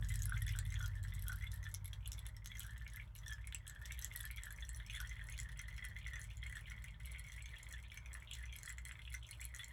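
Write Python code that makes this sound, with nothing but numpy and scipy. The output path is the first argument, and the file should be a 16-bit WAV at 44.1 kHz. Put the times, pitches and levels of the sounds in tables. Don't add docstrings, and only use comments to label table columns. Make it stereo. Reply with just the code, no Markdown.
import sys
import numpy as np
from scipy import signal
from scipy.fft import rfft, irfft, next_fast_len
from scipy.io import wavfile
from scipy.ndimage import uniform_filter1d

SR = 44100
rng = np.random.default_rng(int(sys.argv[2]) if len(sys.argv) > 2 else 0)


def master_out(mix):
    frames = np.transpose(np.atleast_2d(mix))
    ceiling = np.clip(frames, -1, 1)
    pcm = np.round(ceiling * 32767).astype(np.int16)
    wavfile.write(sys.argv[1], SR, pcm)


N = 428652

PLOPS = [(0.0248, -39.5, 1780, -3.5, 1.2), (0.1024, -44, 1967, -10.5, 14.5), (0.257, -49, 1630, -12, 3.5),
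         (0.2947, -47, 1420, -20, 3.5), (0.3213, -30, 1414, -23, 2.7), (0.3666, -38.5, 2070, -14, 6.3),
         (0.4179, -42, 1884, -1.5, 3.1), (0.4662, -42.5, 1790, 0, 3.5), (0.4798, -35, 2030, -5, 1.2),
         (0.5511, -40, 1540, -8, 2.3), (0.5836, -48, 1580, -16, 3.6), (0.7183, -45, 2080, -23, 9.9),
         (0.805, -39.5, 1470, -9, 6.2), (0.84, -43.5, 1437, -4, 6.6), (0.9333, -53, 2130, -24, 4.9),
         (0.953, -46.5, 1770, -30, 4.1), (1.05, -39, 1770, -27, 1.2), (1.1214, -45.5, 1990, -5.5, 6.3),
         (1.1797, -51.5, 2100, -7, 5.5), (1.2678, -52, 1430, 1, 9.3), (1.2935, -41, 1435, -11, 7.8),
         (1.3184, -41.5, 1420, -27, 6.7), (1.4075, -47, 1925, -13, 17), (1.436, -39, 2107, -23, 6.3),
         (1.4661, -49, 2113, 1, 10.4), (1.5304, -51, 1780, -23, 5.1), (1.6282, -44.5, 1960, -25, 3.5),
         (1.6524, -46, 1760, -8, 9.5), (1.7415, -46, 2130, -1, 1.8), (1.846, -51, 2150, -3, 2.4), (1.8562, -49, 2190, -2, 3.2), (1.879, -50, 2120, -19, 3.2), (1.9307, -48, 1710, 12, 1.7),
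         (2.057, -42.5, 2560, -3.5, 3.8), (2.1804, -51, 2120, 5.5, 3.8), (2.2547, -53.5, 2025, 0, 12),
         (2.4997, -52, 1990, -3, 4.4), (2.5162, -39.5, 2150, -2, 3), (2.5516, -46.5, 2020, -7, 7.6),
         (2.7606, -51.5, 1850, -6, 5.6), (2.8105, -50.5, 1740, -23, 7.8), (2.8643, -37, 2260, -29, 2.6),
         (2.9687, -43, 2045, -34, 5.7), (2.9977, -35, 2275, -21, 2.6), (3.1515, -59, 3100, -20, 1.9), (3.1547, -53, 2420, -18, 8.7),
         (3.2335, -55, 1940, -1, 5.8), (3.262, -46.5, 1760, 0, 5.3), (3.294, -51, 1664, -2, 14),
         (3.3114, -44, 1713, -6, 11.5), (3.3817, -46, 1700, -27, 1.9), (3.4426, -41, 2280, -24, 1.7),
         (3.4728, -41.5, 2190, -24, 4), (3.5468, -37, 2320, -36, 3.9),
         (3.6684, -51, 1750, 8, 2.9), (3.7087, -57, 1720, -11, 4.5), (3.7599, -45, 1690, -6.5, 2.4),
         (3.8154, -45, 1710, -14, 3.6), (3.8693, -54, 1980, -11, 5), (3.9075, -34, 2240, -21, 2.7),
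         (3.9815, -50.5, 1900, 0.5, 4.2), (4.0234, -53, 1740, -17, 3.7), (4.0452, -45, 1880, -3.5, 5.1),
         (4.1131, -46.5, 2130, -5, 5.6), (4.1508, -42.5, 1930, -17, 7.3), (4.2393, -42.5, 1720, -22, 6.4),
         (4.2514, -45, 1760, -6, 4.1), (4.3041, -33.5, 2220, -26, 1.5), (4.3795, -39.5, 2190, -7, 4.7),
         (4.3841, -45, 2040, -11, 6.7), (4.4682, -37.5, 1640, -32, 1.4), (4.5057, -42, 1720, -8, 2.7),
         (4.585, -40, 2150, -26, 1.9), (4.6226, -52.5, 1870, 8.5, 6.7),
         (4.8, -42.5, 1850, -1, 1.3), (4.8978, -39, 2400, -8, 6.8),
         (4.9267, -47, 2200, -2, 6.5), (4.9495, -46, 2020, 4, 2.8), (5.002, -42, 1504, -22, 4.7),
         (5.047, -43.5, 1820, -6.5, 5), (5.1103, -43, 2060, -11, 8), (5.1637, -42.5, 2000, -12, 4.8),
         (5.1931, -38.5, 1960, -17, 2.2), (5.2128, -40.5, 1800, -11, 5.2), (5.2699, -62, 1850, -28, 3.8),
         (5.2864, -41, 2060, -21, 3), (5.3385, -44.5, 2343, -19, 2.9), (5.3875, -42.5, 2035, -7, 9.9),
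         (5.455, -49, 1840, -24, 5.1), (5.491, -44, 1880, -13, 5.8), (5.5939, -36.5, 2050, -13, 3.5),
         (5.682, -42, 1940, -25, 5.4), (5.7793, -38, 2140, -10, 3.1), (5.8226, -38.5, 2030, -8.5, 4.3),
         (5.8426, -38.5, 1965, -9, 6.1), (5.9637, -39.5, 1980, -12, 4.1), (6.0623, -34, 2000, -16, 3.1),
         (6.1313, -42.5, 1860, -7.5, 9.3), (6.1564, -41, 2020, -15, 9.8), (6.1913, -42, 1770, -29, 4.1),
         (6.3034, -49.5, 2320, -6, 6.3), (6.4275, -41, 2000, -3.5, 7.1), (6.4597, -41, 2057, -12, 6.6),
         (6.4966, -43, 1870, -9, 2.6), (6.523, -42, 1990, -18, 6.4), (6.553, -43.5, 1800, -12, 7.3),
         (6.5675, -44, 1730, -8, 5.9), (6.6762, -46, 2070, -14, 6), (6.7087, -42, 1970, -20, 3.3),
         (6.7158, -38.5, 2170, -17, 3.2), (6.778, -44.5, 2040, -8, 4.3), (6.8418, -40, 2100, -22, 2.8),
         (6.8817, -46, 2300, -21, 3.4), (7.002, -46, 2010, -11, 3.5), (7.0466, -47, 2300, -26, 2.4),
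         (7.0947, -51, 2130, -30, 3.4), (7.1576, -40.5, 2070, -12, 3.3),
         (7.2459, -49.5, 2140, -12, 9.4), (7.2624, -53, 2180, -15, 3.4), (7.2968, -43, 2040, -10, 3.6),
         (7.3198, -58, 2000, 7, 3.7), (7.3507, -58, 2090, -16, 4.7), (7.3771, -44.5, 2040, -18, 7.1),
         (7.4574, -41.5, 2200, -7, 4.2), (7.4854, -53, 2320, 3, 1.8), (7.52, -51, 2080, -12, 2.7),
         (7.5398, -42.5, 1930, -13, 3.4), (7.666, -41, 2100, -8.5, 2), (7.7134, -45, 1950, -19, 3.1),
         (7.7353, -48, 1790, 2, 5.1), (7.7897, -47, 2050, -9, 3.5), (7.8994, -48, 2640, -3, 2.7),
         (7.9172, -40.5, 2274, -12, 4.1), (7.9409, -56, 2080, -17, 4.1), (7.972, -38.5, 2160, -16, 5.1),
         (8.0586, -41.5, 2230, -13, 3.6), (8.1174, -46, 2120, -9, 2.8), (8.1506, -35.5, 1900, -31, 1.1),
         (8.2219, -41, 2100, -26, 2.8), (8.3115, -38.5, 2400, 0.5, 3.8), (8.4096, -52, 1800, -28, 5.7),
         (8.4361, -42, 2050, -15, 6.2), (8.4926, -56, 2480, 3, 6.9), (8.526, -46, 2240, -1, 8.1),
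         (8.555, -43, 2266, -5, 4.5), (8.6318, -47, 1930, -16, 2.3), (8.6517, -44.5, 1810, -16, 2.7),
         (8.675, -38.5, 1930, -7, 4.2), (8.6986, -40, 1960, -24, 6.5), (8.7817, -38.5, 2050, -12, 2.5),
         (8.8523, -42, 2060, -4, 1.9), (8.8912, -43, 2020, -14, 4.6), (8.9116, -36, 2120, -8.5, 1.1),
         (8.954, -42.5, 2200, -11, 2.6), (8.9915, -43, 2110, -8, 4.7), (9.0508, -45, 2640, -2, 2.4),
         (9.0748, -39, 2300, -11, 3.4), (9.1147, -47.5, 2080, -8, 6.7), (9.1411, -38.5, 2035, -15, 7.4),
         (9.2878, -48.5, 2140, -15, 5.3), (9.3965, -45, 2010, -11, 4.7), (9.415, -38.5, 2170, -22, 4),
         (9.5387, -46, 1947, -17, 14), (9.5919, -46.5, 1910, 1, 17), (9.632, -40, 2060, -5, 2.7),
         (4.9595, -47.5, 1960, 10.5, 4.1), (2.0055, -60, 2380, -20, 2.2), (2.027, -54, 2450, -6, 2), (2.0465, -56, 2600, -8, 5.1),
         (2.118, -60, 2170, -14, 4.2), (2.131, -63, 2170, -6, 3.3), (2.943, -48, 1720, -27, 4.9), (2.992, -61, 2080, -20, 4),
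         (3.003, -61, 2640, -10, 5.6), (3.019, -52, 2060, -19, 6.2), (3.188, -60, 2100, -12, 5), (3.849, -62, 1930, 13, 5.1), (3.881, -55, 2090, -15, 6.1),
         (7.563, -60, 2790, 7, 8), (7.599, -55, 2100, 6, 1.6), (0.4905, -40, 2040, -11, 5.3), (0.624, -50.5, 1900, -18, 5),
         (0.653, -59, 2040, 7, 6.9), (4.907, -51, 2500, -7, 2.9), (5.0135, -42, 1470, -17, 2.9)] + [(0.3419, -52, 1530, 5.5, 2.8), (0.5039, -49, 2580, -9, 7.9),
                         (0.5321, -44, 2400, -18.0, 5.6), (0.7409, -37.5, 1910, -14, 1.7),
                         (0.7562, -45, 2740, 4, 2.7), (0.764, -41, 1870, -1, 1.5),
                         (1.666, -39.5, 1840, -5.5, 1.3), (2.0759, -61, 2580, -11, 3.6),
                         (2.1925, -67, 2090, 12, 2.1), (2.6044, -52, 1420, 7, 3.5),
                         (2.6199, -49, 2750.0, -10, 5.4), (2.6476, -58, 1450, -6.0, 4.5),
                         (2.9794, -48, 1670, -25.0, 2.6), (3.5236, -41, 2100, 2, 2.2),
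                         (3.9178, -46, 2600, -18, 3.3), (3.9242, -60, 2770, -8.0, 4.6),
                         (4.2035, -45, 1740, 3.5, 3), (4.3706, -52, 2240, 7, 4.3),
                         (4.9412, -43, 2000, -4, 8.9), (4.971, -42, 1890, -11, 2.5),
                         (5.726, -51, 2025, -16, 11), (6.042, -48, 2560, -13, 3.6),
                         (6.5801, -49, 1930, -3, 3.4), (6.6567, -45, 2510, -12, 2.1),
                         (7.0705, -47, 2100, -18, 3.4),
                         (7.1477, -37, 2200, -25.0, 2.7), (7.405, -45, 2340, -12, 2.4),
                         (8.2729, -43, 2750.0, -14, 2.3), (8.2903, -50, 2750.0, -20, 5),
                         (8.3253, -43.5, 2480, -1, 4.3), (8.3381, -52, 2300, 6, 4.4),
                         (8.3476, -59, 2020, 2.0, 3.2), (8.3581, -56, 2500, -4, 3.2),
                         (8.3668, -50, 2050, 1, 3.4), (8.8607, -44.5, 2045, -14, 6),
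                         (9.0179, -46, 2730, -19, 2.2), (9.2259, -49, 2740, -8, 4.9),
                         (9.2429, -50, 2740, -3, 8), (9.2483, -55, 2560, -4, 2.4),
                         (9.2691, -57, 2750.0, -8.0, 2.3), (9.3037, -50, 2050, -22, 6.1),
                         (9.3105, -55, 2200, -13.0, 3.1), (9.3279, -43.5, 2400, -12, 3.5),
                         (9.3382, -45, 2700.0, 2, 2), (9.4212, -49, 2390, -18.0, 6.4),
                         (9.4277, -43, 2360, -17, 2.0), (9.4341, -58, 2500, -10.0, 1.4)]
TICKS = [(0.046, -51, 6760), (0.0927, -47, 7000), (0.0926, -42, 10360), (0.1186, -61, 10700), (0.1393, -42, 4800),
         (0.141, -38.5, 7900), (0.1566, -32, 7500), (0.191, -43, 6800), (0.2208, -32.5, 6300), (0.2326, -37, 7700),
         (0.256, -30.5, 11100), (0.2947, -37, 10460), (0.3775, -48.5, 6400),
         (0.4212, -33.5, 10840), (0.4654, -42, 10700), (0.4798, -41, 6050), (0.5606, -45, 8250),
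         (0.5886, -24, 7800), (0.6514, -50, 11200), (0.7034, -48, 6000), (0.723, -43, 7900), (0.7415, -43, 6600),
         (0.7901, -53, 6450), (0.8136, -49, 5430), (0.827, -42, 5850), (0.86, -35, 4970),
         (1.029, -48, 8200), (1.037, -42, 8300), (1.082, -53, 5400), (1.138, -48, 11500), (1.1507, -42, 8200),
         (1.223, -39, 11400), (1.265, -52, 4200), (1.2823, -28.5, 11900),
         (1.319, -45, 5500), (1.3289, -45.5, 10950), (1.3588, -45, 11250), (1.4222, -54, 5900), (1.5172, -38.5, 8400),
         (1.54, -44.5, 11300), (1.628, -54, 5900), (1.64, -48, 6000),
         (1.714, -54, 6740), (1.7412, -32.5, 10120), (1.7462, -31.5, 5460), (1.845, -45.5, 10900), (1.8779, -47, 10900),
         (1.932, -45, 4250), (2.058, -51, 6900), (2.0756, -35, 10630), (2.1184, -34.5, 5080), (2.1794, -52, 4440),
         (2.1912, -43, 11000), (2.2528, -61, 5530), (2.2873, -50, 11100), (2.366, -46, 5380),
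         (2.4452, -51, 5340), (2.4589, -36.5, 4000), (2.4733, -43, 6400), (2.551, -54, 6300), (2.57, -48, 5740),
         (2.583, -50, 6130), (2.595, -29.5, 12400), (2.6314, -44, 8350), (2.6474, -52, 5840), (2.6657, -46, 9500),
         (2.7788, -50, 7800), (2.8774, -47, 5050), (2.8998, -56, 6500), (2.9346, -46, 9700),
         (2.9602, -40, 11600), (3.1512, -47, 11400), (3.169, -59, 7400), (3.18, -54, 7000), (3.187, -49, 5900), (3.2611, -50, 5370),
         (3.281, -36, 5500), (3.3246, -46, 6100), 
         (3.5465, -26.5, 7820), (3.6666, -50, 8200), (3.697, -37, 7700), (3.8556, -38.5, 4270),
         (3.8594, -40, 5200), (3.9205, -43, 5880), (3.9213, -40, 7460), (3.991, -36, 11360), (4.0224, -40, 6000),
         (4.0235, -42, 5460), (4.0457, -25.5, 7520), (4.137, -46, 8040), (4.1604, -32, 12100), (4.1611, -33, 11400),
         (4.1737, -38, 9800), (4.1924, -42, 11600), (4.2084, -35, 10700), (4.2308, -44, 7700), (4.2528, -33.5, 11200),
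         (4.3116, -41, 11250), (4.3615, -43.5, 12000), (4.4345, -35, 7640), (4.4563, -47, 11300), (4.5059, -42, 7900),
         (4.5242, -42, 11300), (4.561, -54, 5950), (4.6055, -51, 6070), (4.6918, -31, 7880), (4.731, -53, 12100),
         (4.7464, -43, 5600), (4.7612, -41, 9750), (4.8638, -46, 5300), (4.898, -54, 6070), (4.9347, -46, 9900),
         (4.9507, -41, 7750), (5.0024, -32, 4200), (5.0724, -50, 5600),
         (5.2395, -53, 9900), (5.2699, -49, 7800), (5.3236, -43, 6500), (5.378, -35, 4230),
         (5.3888, -40, 7600), (5.4005, -32.5, 7170), (5.4886, -56, 10000), (5.5179, -49, 4050), (5.592, -37.5, 5660),
         (5.6155, -42.5, 9350), (5.6825, -48.5, 4160), (5.7648, -48, 4160), (5.779, -48, 5270), (5.8506, -56, 4130),
         (5.8506, -32, 9260), (5.964, -52, 4160), (6.0725, -59, 3940), (6.0696, -50, 5800), (6.134, -49, 5760),
         (6.1564, -45, 6000), (6.195, -48, 9500), (6.215, -41, 7040), (6.301, -56, 4470), (6.3704, -49, 7030),
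         (6.4367, -45, 4230), (6.4966, -49, 9600), (6.5544, -48, 7700),
         (6.6089, -51, 9900), (6.6992, -48, 5670), (6.841, -43, 8330), (7, -55, 4060), (7.0563, -46, 10200),
         (7.0564, -46, 11160), (7.1178, -41, 9500), (7.1937, -56, 9900), (7.2397, -57, 5330),
         (7.2849, -52, 5940), (7.3195, -47, 5800), (7.3627, -48, 9400), (7.4233, -45.5, 7700), (7.4576, -47.5, 6130),
         (7.5845, -54, 10000), (7.63, -43.5, 7230), (7.7104, -47, 7900),
         (7.7255, -37, 7900), (7.8267, -54, 7430), (7.9164, -57, 5270), (7.943, -46, 11900),
         (7.9738, -44.5, 6160), (8.0586, -53.5, 5950), (8.1394, -48, 7800), (8.1406, -41, 9900),
         (8.2003, -56, 7760), (8.3115, -44, 7700), (8.334, -40, 7400), (8.3852, -56, 10000), (8.427, -54, 10500),
         (8.4554, -51.5, 5900), (8.525, -51, 5900), (8.5629, -41, 11500), (8.5862, -41, 7800),
         (8.611, -59, 4770), (8.6588, -38, 7800), (8.6915, -60, 8000), (8.694, -37.5, 7500),
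         (8.7833, -44.5, 7160), (8.8518, -34.5, 7700), (8.8742, -47, 9600),
         (8.8907, -57, 9600), (8.92, -48, 7500), (9.0186, -55, 4100), (9.102, -54, 9900), (9.1315, -47, 4050),
         (9.1308, -49, 4040), (9.1484, -37.5, 5900), (9.2665, -53, 5960), (9.3105, -32.5, 9400),
         (9.4136, -36, 7750), 
         (9.5476, -40.5, 6500), (9.632, -53, 4270), (9.6437, -39, 7300), (4.9597, -46, 10100), (8.3402, -51, 6450), (8.336, -39, 4100), (8.352, -40, 4070), (8.3865, -58, 7500), (8.3479, -52, 7760), (4.9077, -49, 5950)] + [(0.0871, -40, 7900), (0.2025, -58, 6000.0),
                         (0.4915, -36, 4900), (0.5235, -43, 11400), (0.6634, -49, 8600),
                         (0.6754, -54, 9300), (0.7956, -45, 8350), (0.839, -56, 11600),
                         (0.879, -43, 12200), (0.9531, -53, 8140), (1.1455, -49, 8000),
                         (1.1932, -49, 11200), (1.239, -50, 11300), (1.3335, -54, 9300),
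                         (1.5322, -53, 9300.0), (1.5592, -52, 9800), (1.6892, -54, 8100),
                         (1.8564, -39, 11100), (1.8663, -61, 11600), (2.131, -38, 5600),
                         (2.1381, -50, 5600), (2.2653, -37.5, 9050), (2.6047, -35, 9200),
                         (2.6202, -50, 8700), (2.707, -50.5, 8000.0), (2.9683, -50, 13500),
                         (3.1625, -44, 12300), (3.2711, -53, 7800), (3.3065, -47, 9150),
                         (3.3327, -41, 5170), (3.4719, -38.5, 9200), (3.5234, -48.0, 8500),
                         (3.6782, -35, 8360), (4.0144, -42, 7850), (4.2033, -43, 7900),
                         (4.3708, -49, 5600), (4.65, -46.5, 5500), (4.7719, -44, 9550),
                         (4.9654, -48, 7850), (4.9712, -52, 9800), (5.0132, -41, 11800),
                         (5.0937, -44, 5920), (5.286, -50, 5400.0), (5.2982, -43, 9550),
                         (5.3105, -60, 10000), (5.431, -46, 9400), (5.573, -52, 9700),
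                         (5.8415, -47, 8100), (5.8852, -50, 11900.0), (5.9864, -49, 8500),
                         (6.2054, -54, 9700), (6.231, -52, 9600), (6.2408, -44.5, 8050),
                         (6.4651, -46, 7500), (6.5245, -45, 8460), (6.56, -55, 9130),
                         (6.5683, -47, 7700.0), (7.0716, -53, 9900), (7.1838, -52, 8000),
                         (7.1943, -40, 10100), (7.6879, -45, 8900), (8.1311, -44, 7900),
                         (8.1493, -59, 9400), (8.537, -54, 9450), (8.5552, -50.5, 4930),
                         (8.6319, -36, 8100), (8.652, -53, 7500), (8.6755, -60, 8700),
                         (8.6851, -42, 8700.0), (8.7024, -39, 7840), (8.7248, -45.5, 9600),
                         (8.8844, -40, 8800), (9.1239, -46, 9050), (9.1409, -35, 8900),
                         (9.2898, -48, 7100), (9.4047, -46.0, 8700), (9.4427, -41, 7600),
                         (9.4524, -33, 10230), (9.562, -38.5, 7700), (9.5859, -46, 9500),
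                         (9.5932, -51, 9900.0), (9.6004, -60, 9700), (9.6818, -47, 8750)]
# (s, low dB, bright dB)
SPATTER = [(0, -60, -61.5), (.8, -63, -73.5), (1.4, -64.5, -66), (2, -72, -78), (2.7, -61.5, -73), (3.2, -71, -80), (3.9, -60, -70), (4.7, -60.5, -69), (5.3, -59.5, -72.5), (5.95, -56, -72), (6.4, -62, -75), (6.75, -60, -71), (7.3, -60, -70), (8.4, -61, -78), (9.2, -69, -73.5), (9.72, -58, -65)]
POT = [(1480, 60, -9), (1800, 60, -2), (2070, 60, 0), (2230, 90, -6), (2450, 120, -10), (3290, 90, -6), (3480, 90, -8)]
SNAP = [(1000, -20), (3000, -8.5), (4200, 3.5), (4800, -3), (5500, -3.5), (6900, -19.5), (7800, 2), (9000, 1), (10000, -2), (10700, -10), (11300, -2), (12500, 0), (13700, -9.5), (14900, -19), (15800, -10), (16800, -71)]
PORTS = [(200, 0), (600, -2.3), (1460, -5.7), (2300, -4.1), (3500, -4.7), (6630, -.1), (15000, 12.3), (17000, 12.8)]
ROOM = [(1000, 0.22), (2600, 0.1), (7000, 0.11), (15000, 0.0073)]  # (Hz, t60 s)
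ENGINE = [(0, 0), (.75, -4), (1.25, -9), (1.75, -14), (2.5, -16), (3.75, -18), (5.25, -13.5), (6.5, -16), (7.3, -21), (9.72, -24)]
RUMBLE = [(18, -29), (30, -18), (42, -8.5), (62, 7), (78, 0), (115, -0.5), (160, -8.5), (215, -18), (260, -31), (330, -57)]
MOTOR = [(59.2, -57), (120, -69)]
AIR_MID = [(100, -40), (200, -10.5), (300, 2), (430, -3), (620, 2.5), (720, -4.5), (950, 2), (1500, 2), (3000, -19), (6000, -19), (16500, -22.5)]
AIR_SIDE = [(40, -16), (60, -7.5), (130, -8.5), (250, -24), (420, -22.5), (700, -18), (1500, -19), (3000, -30.5), (6000, -44), (16500, -36)]
EDGE_HZ = 16900
T = np.arange(N) / SR
SPEED = [(0, 12.45), (.45, 12.32), (1.35, 12.11), (3, 12.15), (4.65, 12.39), (5.2, 12.43), (9.72, 12.43)]
UPPER_HZ, UPPER_SPREAD, UPPER_LIFE = 3323, 0.042, 0.98
TICK_MS, TICK_DB, SHORTER_DB_PER_DB = 1.063, -40, 0.3545
ORDERS = [3, 4, 5, 7, 8, 9, 11, 12, 16]
VOICE = [(-61, .6, 0), (-40, 1, 0), (-54, .17, 0), (-55, .8, .8), (-49, .95, 1), (-48, .9, 0), (-61, .8, .8), (-62, .8, .8), (-72, .6, .8)]
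CRATER_WIDTH_HZ, CRATER_SPREAD, HOLLOW_DB = 162, 0.031, -9.5

SPLASH = [(3263, 180, -12.5)]
SWELL_DB = 1.8
AIR_RINGS = [(606, 25, -90), (930, 35, -82)]
SNAP_LOWERED = [(1500, -42), (3300, -56), (4200, 9.5), (4800, -7.5), (5500, -4.5), (6600, -21), (7700, -0.5), (8900, 3.5), (9400, -6), (9900, 6), (10700, -13.5), (12500, -3.5), (13800, -17), (14900, -7), (15800, -24), (16800, -64)]
LOWERED_S = 4.5
SMALL_HZ = 2280
PATTER_HZ, PATTER_WIDTH_HZ, PATTER_DB = 2860, 1470, -9
RUMBLE_START_DB, RUMBLE_SHARE = -51, 0.56
WAVER_DB = .33
SMALL_CLIMB, SMALL_WAVER = 0.17, .75
FIZZ_HZ, FIZZ_CLIMB, FIZZ_LIFE_S = (2150, 2400, 2650, 2900), .3, .003
FIZZ_DB = -8


def gain_of(db):
    return 10 ** (np.asarray(db) / 20)


def evened(x):
    return x / np.sqrt(np.mean(x ** 2) + 1e-20)


def read(points, hz):
    f, value = np.transpose(points)
    return np.interp(np.log(hz + 1), np.log(f + 1), value)


def coloured(x, points):
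    size = next_fast_len(N)
    return irfft(rfft(x, size) * gain_of(read(points, np.fft.rfftfreq(size, 1 / SR))), size)[:N]


def add(mix, s, sound):
    part = mix[max(round(s * SR), 0):][:len(sound)]
    part += sound[:len(part)]


def bubble(hz, life, climb, t):
    u = t / life
    swell = 1 - np.exp(-(t / min(.0012, life / 3)) ** 2)
    return np.sin(2 * np.pi * hz * t * (1 + climb * np.minimum(u, 2) / 2)) * swell * gain_of(-4.0 * u - 1.0 * u ** 3)


def hollow():
    t = np.arange(3000) / SR
    ring = sum(gain_of(db) * np.sin(2 * np.pi * hz * t) * np.exp(-np.pi * width * t) for hz, width, db in POT)
    return ring / abs(ring).max()


def plops():
    t, out, blows = np.arange(2000) / SR, np.zeros(N), np.zeros(N)
    chance = rng.standard_normal((len(PLOPS), len(t) + 2))
    waver = evened(uniform_filter1d(uniform_filter1d(chance[:, 2:], 30, 1), 30, 1))
    for (s, db, hz, upper_db, ms), z, w in zip(PLOPS, chance, waver):
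        life = max(ms, 1.5) / 1000
        upper = gain_of(upper_db) * bubble(UPPER_HZ * (1 + UPPER_SPREAD * np.tanh(z[1])), UPPER_LIFE * life, 0.012, t)
        add(out, s, gain_of(db + 1.5) * roughened(bubble(hz, life, 0.017 * z[0] ** 2 + SMALL_CLIMB * (hz > SMALL_HZ), t) + upper, 1 + (SMALL_WAVER if hz > SMALL_HZ else .45) * w))
        add(blows, s, gain_of(db) * evened(z[2:302] * np.exp(-t[:300] / 0.0012)) / np.sqrt(300))
    return out + gain_of(-21.0) * signal.oaconvolve(blows, hollow())[:N]


def ticks():
    t, crack, ping = np.arange(800) / SR, np.zeros(N), np.zeros(N)
    chance = rng.standard_normal((len(TICKS), len(t) + 1))
    for (s, db, hz), z in zip(TICKS, chance):
        length = TICK_MS / 1000 * gain_of(SHORTER_DB_PER_DB * (TICK_DB - db))
        add(crack, s, gain_of(db) * roughened(np.exp(-t / (0.63 * length)) * (1 - np.exp(-t / 0.00039)), z[1:]))
        add(ping, s, gain_of(db) * roughened(bubble(hz, 1.11 * length, 0.034 * abs(z[0]), t), 1 + 0.74 * evened(uniform_filter1d(z[:0:-1], 10))))
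    ring = signal.oaconvolve(crack, hollow())[:N]
    ping *= gain_of(2.5)
    return gain_of(9.0) * snapped(crack) + gain_of(-56) * ring, ping


def spatter():
    s, low_db, bright_db = np.transpose(SPATTER)
    drops = np.zeros(N)
    drops[(np.array([row[0] for row in PLOPS + TICKS]) * SR).astype(int)] = 1
    flurry = signal.oaconvolve(drops, np.exp(-np.arange(6000) / (.03 * SR)))[:N]
    per_s = np.array([[90.], [5.], [170.]]) + np.array([[90.], [290.], [150.]]) * flurry
    u, e = rng.random((3, N)), np.minimum(rng.exponential(1, (3, N)), 2.5)
    clicks = gain_of(np.array([[9.2], [9.0], [9.2]]) * e) * (u < per_s / SR)
    mode, t = rng.integers(0, len(POT), N), np.arange(1500) / SR
    modes = sum(signal.oaconvolve(clicks[0] * (mode == k), gain_of(db) * bubble(hz, .5 / width, 0.0032, t))[:N] for k, (hz, width, db) in enumerate(POT))
    size = rng.integers(0, 2 * len(FIZZ_HZ), N)
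    fizz = sum(signal.oaconvolve(clicks[0] * (size == k), bubble(hz, FIZZ_LIFE_S, FIZZ_CLIMB, t))[:N] for k, hz in enumerate(FIZZ_HZ))
    rows = np.array(sorted(PLOPS))
    pitch = np.interp(T, rows[:, 0], rows[:, 2]) * (1 + CRATER_SPREAD * evened(uniform_filter1d(rng.standard_normal(N), 600)))
    crater = resonate(resonate(clicks[2], pitch, CRATER_WIDTH_HZ), pitch, 2.5 * CRATER_WIDTH_HZ)
    splash = sum(gain_of(db) * evened(resonate(resonate(clicks[2], np.full(N, hz), width), np.full(N, hz), width)) for hz, width, db in SPLASH)
    low = (evened(crater) + splash) * (7.1 + flurry) ** 0.056 + gain_of(HOLLOW_DB) * evened(modes) + gain_of(FIZZ_DB) * evened(fizz)
    burst = np.convolve(clicks[1], np.exp(-np.arange(300) / 20.0))[:N] * rng.standard_normal(N)
    low = low + gain_of(PATTER_DB) * evened(resonate(burst, np.full(N, PATTER_HZ), PATTER_WIDTH_HZ))
    return gain_of(np.interp(T, s, low_db)) * evened(low), gain_of(np.interp(T, s, bright_db)) * evened(snapped(burst))


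def room(x):
    out = np.zeros((2, N))
    for k in range(3):
        taps = np.zeros((2, 12000))
        at = np.arange(100, 11980, 20) + rng.integers(0, 20, (2, 594))
        np.put_along_axis(taps, at, rng.choice([-1., 1.], at.shape), 1)
        taps[1] = .75 * taps[0] + .66 * taps[1]
        hz, t, z = signal.stft(taps, SR, nperseg=128)
        tail = signal.istft(z * gain_of(-60 * t / read(ROOM, hz)[:, None]), SR, nperseg=128)[1]
        turn = np.sqrt(2 / 3) * np.cos(2 * np.pi * (7 * T + k / 3))
        out += signal.oaconvolve((x * turn)[None], tail / np.linalg.norm(tail[0]), axes=1)[:, :N]
    return out


def ports(pair):
    size = next_fast_len(N)
    late = np.exp(-1j * np.interp(np.fft.rfftfreq(size, 1 / SR), *np.transpose(PORTS)))
    return np.array([pair[0], irfft(rfft(pair[1], size) * late, size)[:N]])


def hum():
    fade = np.interp(T, *np.transpose(ENGINE))
    turn = 2 * np.pi * np.cumsum(np.interp(T, *np.transpose(SPEED))) / SR
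    waver = WAVER_DB * rng.standard_normal((len(ORDERS), 24))
    engine = sum(gain_of(db + share * np.interp(T - lag, *np.transpose(ENGINE)) + np.interp(T, np.linspace(0, T[-1], len(w)), k * w)) * np.sin(k * turn + k * k)
                 for k, (db, share, lag), w in zip(ORDERS, VOICE, waver))
    motor = sum(gain_of(db) * np.sin(2 * np.pi * hz * T) for hz, db in MOTOR)
    rumble = gain_of(RUMBLE_START_DB + RUMBLE_SHARE * fade) * evened(coloured(rng.standard_normal(N), RUMBLE))
    return np.sqrt(2) * (engine + motor) + rumble


def air():
    mid, side = (evened(coloured(rng.standard_normal(N), c)) for c in (AIR_MID, AIR_SIDE))
    rings = sum(gain_of(db) * evened(resonate(rng.standard_normal((2, N)), np.full(N, hz), width)) for hz, width, db in AIR_RINGS)
    swell = evened(uniform_filter1d(uniform_filter1d(rng.standard_normal(N), 3000), 3000))
    return gain_of(-74 + SWELL_DB * swell) * mid + rings + gain_of(-68.5) * side * np.array([[1], [-1]])


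def resonate(x, hz, width):
    turn, r = np.exp(2j * np.pi * np.cumsum(hz) / SR), np.exp(-np.pi * width / SR)
    return 2 * (turn * signal.lfilter([1 - r], [1, -r], x / turn)).real




def snapped(x):
    return coloured(x * (T < LOWERED_S), SNAP) + coloured(x * (T >= LOWERED_S), SNAP_LOWERED)


def roughened(sound, shake):
    return sound * shake * np.linalg.norm(sound) / np.linalg.norm(sound * shake)


def scene():
    low_spatter, bright_spatter = spatter()
    small_pot = signal.butter(2, 1000, "high", fs=SR, output="sos")
    crack, ping = ticks()
    wet, crisp, ping = signal.sosfilt(small_pot, [plops() + low_spatter, crack + bright_spatter, ping])
    tail = room(gain_of(-7.0) * wet + gain_of(-4) * crisp + gain_of(-9) * ping)
    low = hum()
    low = gain_of([[.8], [-.8]]) * np.array([np.roll(low, 8), low])
    return ports(wet + crisp + ping + tail) + low + air()


def record(dry):
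    return signal.oaconvolve(dry, signal.firwin(511, EDGE_HZ, window=("kaiser", 9), fs=SR)[None], "same")


dry = scene()
out = record(dry)
master_out(out)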